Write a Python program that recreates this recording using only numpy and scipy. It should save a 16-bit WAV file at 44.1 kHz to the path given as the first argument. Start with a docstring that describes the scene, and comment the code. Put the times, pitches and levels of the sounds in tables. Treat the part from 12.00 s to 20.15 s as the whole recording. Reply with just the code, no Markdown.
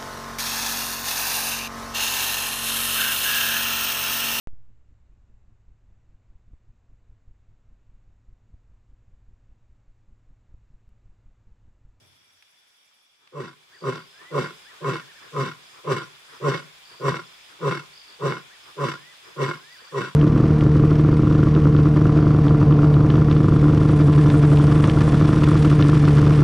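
"""A lion grunting at night.

A lion lying in the bush ends his roar with thirteen hoarse grunts, drawing air before each one.
His vocal folds chop the breath into pulses that ring at low, middle and high pitches. Each grunt
swells on a falling pitch, then the slack folds break into a slow rattle. All around, insects chirp
with their wings in the soft hiss of the night, and a far bird whistles."""
import sys
import numpy as np
from scipy import signal
from scipy.fft import rfft, irfft, next_fast_len
from scipy.io import wavfile
from scipy.ndimage import uniform_filter1d, map_coordinates

SR = 44100
rng = np.random.default_rng(int(sys.argv[2]) if len(sys.argv) > 2 else 0)


def put_to_file(sound):
    """Save the sound as 16-bit audio at rate SR, in the file named by the first command-line argument."""
    columns = np.atleast_2d(sound).T  # one column per channel
    safe = np.clip(columns, -1, 1)
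    whole_steps = np.round(safe * 32767)
    wavfile.write(sys.argv[1], SR, whole_steps.astype(np.int16))


N = 359415
TIME = np.arange(N) / SR

# the grunts: (time of peak [s], swell [s], fade [s], pitch [Hz], chest level [dB], throat level [dB],
# rasp level [dB], extra rattle [dB], level of the breath before it [dB])
GRUNTS = [(1.402, 0.073, 0.16, 144.2, -35.5, -32, -38.5, 0.5, -65),
          (1.893, 0.073, 0.16, 138.5, -28, -25, -30.5, -2.5, -56.5),
          (2.385, 0.07, 0.15, 139, -26, -22, -28.5, 0.0, -50.5),
          (2.892, 0.073, 0.15, 140, -25.5, -23.5, -27.5, -0.5, -52),
          (3.406, 0.074, 0.16, 142.7, -25, -24.5, -27.5, 0, -48.5),
          (3.924, 0.072, 0.16, 138.8, -25, -22.0, -25, -2.5, -50),
          (4.485, 0.072, 0.16, 141.3, -22.5, -20.5, -25.5, 0, -47.5),
          (5.087, 0.078, 0.16, 138, -23.5, -21.5, -25.5, -2.0, -50.5),
          (5.681, 0.074, 0.17, 140.1, -24, -21.5, -27.0, 0, -52),
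          (6.267, 0.066, 0.16, 139.2, -25, -22, -28, 1.5, -54.5),
          (6.841, 0.069, 0.16, 138, -26.0, -24, -26.5, 0.5, -50),
          (7.433, 0.066, 0.17, 138, -24.5, -23, -27, 0.5, -49.5),
          (7.984, 0.062, 0.15, 132.8, -29.5, -24.5, -29, 2.5, -52)]
# how every grunt unfolds: (time from peak [s], pitch [factor], unevenness [share], air [share],
# mouth opening [0-1])
GRUNT_COURSE = [(-.088, 1.17, .15, 1, 0.51), (-.053, 1.03, .08, 0.46, 0.15), (-.018, .99, .035, 0.33, 0.21),
                (.012, .9, .055, 0.3, 0.5), (.032, .76, .25, 0.48, 0.67), (.072, .54, .4, .5, 1),
                (.122, .4, .4, 0.57, 1), (.182, .4, .4, 0.5, 0)]
# how each part of the voice swells and fades: (rise [dB], curve of rise [exponent],
# drop as the folds go slack [dB], drop time [s], fade [dB], curve of fade [exponent])
CHEST_SHAPE = (17, 2.18, 4.1, 0.027, 31.6, 1.7)
THROAT_SHAPE = (19.1, 1.65, 9.5, 0.013, 44, 2.98)
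RASP_SHAPE = (21.3, 2.84, 4, 0.013, 26.7, 3.12)
# fixed low, middle and high pitches at which the grunts ring in this place: (pitch [Hz], width [Hz],
# level [dB], change with open mouth [dB], left over right [dB])
LOW_RESONANCES = [(150.1, 32.8, 1.5, 10, 1), (173, 66, -17.5, 15.5, 10), (243.8, 29.4, -14, 14, 0.5)]
MIDDLE_RESONANCES = [(348.3, 38.5, -3.5, 6, -8.5), (391, 79, 6.5, -9, -1), (476.7, 91, 4.5, -13.5, 2),
                     (567, 47, -7.5, -2, -12), (664.8, 105, -17, 2, -8.5), (823, 142, -22.5, 9.5, 2.5)]
HIGH_RESONANCES = [(1027, 63.6, 8.5, -5.5, 4.5), (1091.4, 104, 3.5, -4, -10.5), (1229, 120, 4.5, -8, 4.5),
                   (1418, 129, -2, 7, 1), (1556, 210, -19.5, 16.5, 4.5), (1886, 185, -14.5, 3, 6.5),
                   (2182, 164, -15, 10, -10), (2677, 235, -20.5, 4.5, 5), (3006, 380, -22.5, 6.5, 1),
                   (3597, 490, -24.5, 10, -1), (4774, 890, -31.5, 10.5, 1), (5700, 560, -26.5, 1, -1),
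                   (7470, 4000, -36, 0, 0.5), (8900, 1600, -47.5, 9, -2), (11600, 2300, -58, 1, -9)]
# single hard closures of the vocal folds: (time [s], relative level [dB])
SLAPS = [(1.4013, -23.5), (1.8392, -28), (2.379, -17), (2.5067, -27), (2.8453, -17.5), (2.9354, -16),
         (2.9568, -15), (3.3646, -15.5), (3.8772, -18), (3.9652, -18), (4.445, -30), (4.52, -12.5),
         (4.5944, -24), (5.0822, -7.5), (5.1425, -12), (5.1926, -21), (5.7118, -12), (5.724, -11.5),
         (6.3225, -10.5), (6.8384, -17), (7.4889, -16), (7.5121, -12.5)]
# tone colour of the air drawn in: (frequency [Hz], relative level [dB])
BREATH_COLOUR = [(60, -25), (140, -8), (230, -16), (390, 0), (720, -19), (1100, 0), (1500, -1), (2200, -20),
                 (4000, -32), (12000, -52)]
# ground and bushes shift the wave between the ears: (frequency [Hz], lead of the left ear [radians])
EAR_PHASE = [(150, 0.16), (280, 0.84), (335, 0), (420, -0.04), (530, 1.34), (600, 0.66), (800, 1.5),
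             (1000, -0.3), (1170, 0.4), (1500, -0.12), (1900, -0.6), (3000, -0.28)]
# bird notes: (start [s], end [s], top pitch [Hz])
WHISTLES = [(1.715, 1.785, 1950), (2.12, 2.34, 2030), (2.645, 2.735, 1970), (2.78, 2.93, 1950),
            (2.99, 3.055, 1870), (3.065, 3.135, 1870), (3.14, 3.205, 1830), (3.21, 3.27, 1800),
            (3.275, 3.335, 1690), (6.495, 6.575, 1940), (6.93, 7.145, 2020), (7.59, 7.775, 1990),
            (7.78, 7.86, 1910), (7.87, 7.94, 1870)]
# fast insect trills: (start [s], end [s], relative level [dB])
TRILLS = [(1.7, 2.08, -49), (4.83, 5.04, -45.5), (5.91, 6.175, -44.5), (7.68, 7.93, -46.5)]
# cricket chirps: (start [s], end [s])
CHIRPS = [(2.06, 2.2), (2.54, 2.69), (3.15, 3.3), (3.62, 3.8), (4.25, 4.4), (4.52, 4.68), (5.22, 5.56),
          (5.96, 6.08), (6.3, 6.43), (6.59, 6.73), (6.9, 7.08), (7.23, 7.37), (7.53, 7.68)]
# steady insect choirs: (pitch [Hz], width [Hz], level against early air [dB], against late air [dB])
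CHOIRS = [(3370, 360, -6.5, -11), (3476, 72, -8.5, -14), (2352, 100, -11.5, -14.5), (4900, 760, -7.5, -15),
          (5600, 180, -7.5, -47)]
# tone colours of the early air, the late air and a low rumble: (frequency [Hz], relative level [dB])
EARLY_AIR_COLOUR = [(30, -10), (300, -3.5), (1000, 3), (2300, 4.5), (3000, 4.5), (4200, 2.5), (5200, -11.5),
                    (6500, -3), (10000, -5.5), (15500, -19.5)]
LATE_AIR_COLOUR = [(30, -9), (90, -8.5), (250, -9), (1000, 1), (2000, 2), (3200, 3), (4200, -7.5),
                   (5200, 5), (7000, -10.5), (10000, -10), (15500, -23)]
RUMBLE_COLOUR = [(40, -19), (75, -28.5), (100, 3), (135, -7), (250, -9), (500, -11), (2000, -37)]
# how alike a noise is at the two ears: (frequency [Hz], likeness [0-1])
EAR_LIKENESS = [(60, 0.6), (150, 0.66), (400, 0.057), (1000, 0.033), (3000, 0.028), (15000, 0.098)]
# small dry ticks: (time [s], relative level [dB])
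TICKS = [(0.4245, -43.5), (1.274, -42.5)]


def lion():
    """Pulses and puffs of air make a low chest tone, a throat tone and a high, airy rasp."""
    since, grunt = nearest_grunt()
    swell_s, fade_s, pitch_hz, chest_db, throat_db, rasp_db, rattle_db, breath_db = grunt
    pitch_factor, unevenness, air, opening = columns(GRUNT_COURSE, since)
    pulses, puffs = vocal_folds(pitch_hz * pitch_factor, unevenness)
    rattle_db = rattle_db + sputter()
    chest_swell_s = swell_s - 0.0062  # the chest sets in a little later
    chest_gain = from_db(chest_db) * loudness(CHEST_SHAPE, since, chest_swell_s, fade_s, rattle_db)
    throat_gain = from_db(throat_db) * loudness(THROAT_SHAPE, since, swell_s, fade_s, rattle_db)
    rasp_gain = from_db(rasp_db) * loudness(RASP_SHAPE, since, swell_s, fade_s, rattle_db)
    chest = resonate(pulses + 1.25 * air * puffs, LOW_RESONANCES, opening)
    throat = resonate(pulses + 1.15 * air * puffs, MIDDLE_RESONANCES, opening)
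    throat += from_db(-2.5) * bush_echoes(throat, fade_s=.08, low_hz=530, high_hz=800)
    rasp = resonate(pulses + 5.4 * air * puffs, HIGH_RESONANCES, opening)
    rasp += from_db(3.5) * bush_echoes(rasp, fade_s=.07, low_hz=2700, high_hz=14998)
    throat = even_out(stretch_throat(throat, since, fall_per_s=0.4562, quiver=0), span_s=0.22)
    rasp = even_out(stretch_throat(rasp, since, fall_per_s=0.05763, quiver=.007), span_s=0.063)
    voice = (throat_gain * throat + rasp_gain * flare(rasp, since, swell_s)) * held_shut()
    voice += chest_gain * even_out(chest, span_s=0.095)
    # the deepest bass is cut from the grunts
    bass_cut = signal.butter(4, 96, "high", fs=SR, output="sos")
    return signal.sosfilt(bass_cut, voice + slaps(opening)) + breath_in(since, breath_db)


def nearest_grunt():
    """For every moment: the seconds since the nearest grunt's peak, and the rest of that grunt's row."""
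    peak_s, *rest = np.transpose(GRUNTS)
    nearest = np.searchsorted((peak_s[1:] + peak_s[:-1]) / 2, TIME)
    return TIME - peak_s[nearest], [column[nearest] for column in rest]


def vocal_folds(rate_hz, unevenness, shimmer_db=7.0, puff_s=0.0091):
    """The folds close unevenly; each closure makes a pulse and a puff of rushing air."""
    cycles = np.cumsum(rate_hz * np.exp(unevenness * drift(60))) / SR
    closures = np.diff(np.floor(cycles), prepend=0)
    strength = from_db(shimmer_db * unevenness * drift(47))
    puff_fade = np.exp(-(cycles % 1) / rate_hz / puff_s)
    puffs = unit_level(puff_fade * rng.standard_normal(N)) * np.sqrt(closures.mean())
    return closures * strength, puffs * strength


def sputter(burst_db=4, bursts_per_s=26):
    """The slack folds rattle in uneven bursts that jump up and sag; gives a level change in dB."""
    burst_age = np.cumsum(bursts_per_s * np.exp(.4 * drift(20))) / SR % 1
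    return burst_db * uniform_filter1d(.5 - burst_age, size=110)


def loudness(shape, since, swell_s, fade_s, rattle_db, catch_s=0.015):
    """A grunt starts abruptly, swells, drops as the folds go slack, and fades ever faster."""
    rise_db, rise_curve, drop_db, drop_s, fade_db, fade_curve = shape
    before, after = np.maximum(-since, 0), np.maximum(since, 0)
    onset = np.clip((1.254 * swell_s - before) / catch_s, 0, 1)
    slack = 1 - np.exp(-(after / drop_s) ** 2)
    below_peak_db = rise_db * (before / swell_s) ** rise_curve + fade_db * (after / fade_s) ** fade_curve
    return onset * from_db(slack * (rattle_db - drop_db) - below_peak_db)


def resonate(source, resonances, opening):
    """The source rings at fixed pitches; their balance shifts as the mouth opens."""
    shut = signal.oaconvolve((source * (1 - opening))[None], ringing(resonances, opening=0), axes=1)
    wide = signal.oaconvolve((source * opening)[None], ringing(resonances, opening=1), axes=1)
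    return (shut + wide)[:, :N]


def ringing(resonances, opening, size=8192):
    """How a set of resonances rings at each ear after a single pulse."""
    frequency = np.maximum(np.arange(size // 2 + 1) * SR / size, 1)
    power = 1e-12
    for hz, width, db, open_db, side_db in resonances:
        detune = (frequency ** 2 - hz ** 2) / (frequency * width)
        power = power + (pan(side_db) * from_db(db + open_db * opening) / (1 + detune ** 2)) ** 2
    # these steps (minimum phase) make sure that nothing rings before it is struck
    cepstrum = irfft(np.log(power) / 2)
    cepstrum[:, 1:size // 2] *= 2
    cepstrum[:, size // 2 + 1:] = 0
    return irfft(np.exp(rfft(cepstrum)))


def stretch_throat(sound, since, fall_per_s, quiver, quivers_per_s=12):
    """The throat lengthens during a grunt, so the sound sinks; the quivering jaw makes it waver."""
    lag_s = fall_per_s * np.clip(since, -.25, .25) ** 2 / 2
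    waver_s = quiver * drift(quivers_per_s) / (2 * np.pi * quivers_per_s)
    read_at = (TIME - lag_s + waver_s) * SR  # reading a sound more slowly lowers it
    return np.array([map_coordinates(ear, [read_at], order=3) for ear in sound])


def flare(rasp, since, swell_s, dull_db=7.5, flare_db=2, tiring_db_per_s=0.29):
    """The rasp starts dull and brightens at each peak, less so as the lion tires."""
    treble = signal.sosfiltfilt(signal.butter(3, 1650, "high", fs=SR, output="sos"), rasp)
    swell_db = dull_db * np.clip(since / swell_s, -1, 0)
    peak_db = flare_db * np.exp(-((since - 0.007) / 0.013) ** 2)
    freshness_db = 1 - tiring_db_per_s * (TIME - GRUNTS[0][0])
    return rasp + treble * (from_db(swell_db + peak_db + freshness_db) - 1)


def held_shut(hold_s=0.0104, depth=0.22):
    """The voice dips as the folds stay shut for a moment and pressure builds for a slap."""
    shut = np.zeros(N)
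    for time_s, _ in SLAPS:
        shut[round((time_s - hold_s) * SR):round(time_s * SR)] = 1
    return 1 - depth * uniform_filter1d(shut, size=90)


def slaps(opening):
    """Single hard closures of the folds make knocks that ring at the middle and high pitches."""
    clicks = np.zeros(N)
    for time_s, db in SLAPS:
        clicks[round(time_s * SR)] = from_db(db)
    clicks = signal.sosfilt(signal.butter(1, 2000, fs=SR, output="sos"), clicks)  # soft flesh dulls them
    knocks = resonate(clicks, HIGH_RESONANCES, opening)
    knocks += from_db(1.5) * resonate(clicks, MIDDLE_RESONANCES, opening)
    loudest_db = max(db for _, db in SLAPS) - 3
    return from_db(loudest_db) * knocks / np.abs(knocks).max()


def breath_in(since, level_db, lead_s=0.15, half_length_s=0.048):
    """A short rush of air is drawn in before each grunt."""
    swell = np.exp(-((since + lead_s) / half_length_s) ** 2)
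    return from_db(level_db) * swell * coloured_noise(BREATH_COLOUR, flicker_db=2)


def at_the_ears(sound):
    """Each pitch reaches one ear a little ahead of the other."""
    size = next_fast_len(N + SR)
    lead, = columns(EAR_PHASE, np.arange(size // 2 + 1) * SR / size)
    return irfft(rfft(sound, size) * np.exp(.5j * lead * [[1], [-1]]), size)[:, :N]


def bush_echoes(sound, fade_s, low_hz, high_hz):
    """Countless small echoes from grass and bushes, different at each ear."""
    age = np.arange(int(fade_s * SR)) / SR
    echoes = rng.standard_normal((2, len(age))) * from_db(-60 * age / fade_s)
    echoes /= np.sqrt(np.sum(echoes ** 2, axis=1, keepdims=True))
    band = signal.butter(2, [low_hz, high_hz], "band", fs=SR, output="sos")
    return signal.sosfilt(band, signal.fftconvolve(sound, echoes, axes=1)[:, :N])


def bird(climb_hz=570, drop_s=.036):
    """Pure whistles that climb to a top note and drop back in their last moments."""
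    notes = np.zeros(N)
    for start, end, top_hz in WHISTLES:
        during = (TIME > start) & (TIME < end)
        from_top = np.interp(TIME[during], [start, end - drop_s, end], [-1, 0, 1])
        hz = top_hz - climb_hz * np.abs(from_top) ** 1.3
        notes[during] += (1 - from_top ** 2) ** .35 * np.sin(2 * np.pi * np.cumsum(hz) / SR)
    return notes * from_db(-51 + 1.5 * drift(25))


def insect(bursts, strokes_per_s, tone_hz, fall_hz, sounding_share):
    """Each wing stroke is a short tone that falls in pitch and wavers."""
    song = np.zeros(N)
    waver_hz = 65 * drift(120)
    for start, end, db in bursts:
        during = (TIME > start) & (TIME < end)
        stroke = np.minimum((TIME[during] - start) * strokes_per_s % 1 / sounding_share, 1)
        swell = signal.windows.tukey(during.sum(), .3) * np.sin(np.pi * stroke)
        hz = tone_hz + waver_hz[during] - fall_hz * (stroke - .5)
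        song[during] += from_db(db) * swell * np.sin(2 * np.pi * np.cumsum(hz) / SR)
    return song * from_db(1.5 * drift(15))


def night():
    """A faint hiss gives way to a louder one, with far insect choirs and a brief rumble at the start."""
    early = from_db(-63 - 1.5 * TIME) * (1 - ramp(0.96, 1.5))
    late = from_db(-50.5) * ramp(0.97, 2.54)
    air = early * coloured_noise(EARLY_AIR_COLOUR, flicker_db=1.2)
    air += late * coloured_noise(LATE_AIR_COLOUR, flicker_db=1.1)
    for hz, width_hz, early_db, late_db in CHOIRS:
        choir = noise_band(hz, width_hz) * from_db(1.2 * drift(30))
        air += choir * (early * from_db(early_db) + late * from_db(late_db))
    air += early * from_db(-7) * katydid()
    rumble = from_db(-58.5 - 63 * TIME) * coloured_noise(RUMBLE_COLOUR, flicker_db=2.5)
    return air + rumble


def katydid(period_s=.0875, first_s=0.073):
    """A bush cricket makes high scrapes at an even pace."""
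    scrapes = np.cos(np.pi * (TIME - first_s) / period_s) ** 6
    return scrapes * noise_band(hz=10550, width_hz=1900)


def ticks(fade_s=0.0036):
    """Small dry ticks: bursts of noise that die away at once."""
    bursts = sum(from_db(db - 3.5) * (TIME > time_s) * np.exp(-np.abs(TIME - time_s) / fade_s)
                 for time_s, db in TICKS)
    return bursts * noise_band(hz=1560, width_hz=2200)


def noise_band(hz, width_hz):
    """Stereo noise around one pitch, sent through a resonance twice for steep edges."""
    r = np.exp(-np.pi * width_hz / SR)
    resonance = [(1 - r * r) / 2, 0, (r * r - 1) / 2, 1, -2 * r * np.cos(2 * np.pi * hz / SR), r * r]
    return unit_level(signal.sosfilt([resonance, resonance], rng.standard_normal((2, N))))


def coloured_noise(colour, flicker_db):
    """Stereo noise in half-octave bands, each with its own level, flicker and likeness at the ears."""
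    noise = 0
    edges_hz = 30 * 2 ** np.arange(0, 9.6, .5)
    white = rng.standard_normal((2, 2, N))
    curves = [np.transpose(table) for table in (colour, EAR_LIKENESS)]
    for k, (low, high) in enumerate(zip(edges_hz, edges_hz[1:])):
        band = signal.butter(2, [low, high], "band", fs=SR, output="sos")
        shared, opposed = signal.sosfilt(band, white[k % 2])
        log_centre = np.log(low * high) / 2
        level_db, alike = (np.interp(log_centre, np.log(hz), values) for hz, values in curves)
        stereo = np.sqrt(1 + alike) * shared + np.sqrt(1 - alike) * opposed * [[1], [-1]]
        noise = noise + from_db(level_db + flicker_db * drift(13)) * stereo
    return unit_level(noise)


def drift(rate_hz):
    """A smooth random wander, typically about 1 in size."""
    r = np.exp(-80 * np.pi * rate_hz / SR)
    steps = rng.standard_normal(N // 40 + 2002)  # one for every 40 samples, plus a run-up
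    slow = signal.lfilter([1], [1, -2 * r, r * r], steps)[2000:]
    return np.interp(np.arange(N) / 40, np.arange(len(slow)), unit_level(slow))


def even_out(sound, span_s):
    """Evens out slow changes of level and keeps the single pulses."""
    size = int(span_s * SR / 2)
    power = uniform_filter1d(uniform_filter1d(sound.mean(axis=0) ** 2, size), size)
    return sound / np.sqrt(np.abs(power) + 1e-14)


def columns(table, at):
    """Looks up places in a table's first column and reads the other columns there."""
    places, *rest = np.transpose(table)
    return [np.interp(at, places, column) for column in rest]


def ramp(start_s, end_s):
    """Rises evenly from 0 to 1 between two times."""
    return np.clip((TIME - start_s) / (end_s - start_s), 0, 1)


def pan(db):
    """Gains for the two ears, with the left louder by the given decibels."""
    return from_db(np.array([[db], [-db]]) / 2)


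def from_db(db):
    """Turns decibels into a factor to multiply by."""
    return 10 ** (np.asarray(db) / 20)


def unit_level(sound):
    """Scales a sound to an average power of 1."""
    return sound / np.sqrt(np.mean(sound ** 2) + 1e-20)


def scene():
    """The lion, the far bird and the insects echo off the bushes, over the night air."""
    grunts = pan(0.63) * at_the_ears(lion())
    grunts += from_db(-17.5) * bush_echoes(grunts, fade_s=0.5, low_hz=100.07, high_hz=3000)
    trills = insect(TRILLS, strokes_per_s=48.1, tone_hz=4724, fall_hz=748, sounding_share=0.59)
    chirp_bursts = [(start, end, -53.5) for start, end in CHIRPS]  # all at one level [dB]
    chirps = insect(chirp_bursts, strokes_per_s=27.5, tone_hz=5010, fall_hz=220, sounding_share=.8)
    far = bird() + pan(.8) * trills + pan(-.8) * chirps
    far = from_db(-2) * far + from_db(-7) * bush_echoes(far, fade_s=.15, low_hz=800, high_hz=8000)
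    return grunts + far + night() + ticks()


def record(dry):
    """The very highest treble is cut steeply."""
    return signal.sosfilt(signal.ellip(12, .1, 80, 15720, fs=SR, output="sos"), dry)


dry = scene()
out = record(dry)
put_to_file(out)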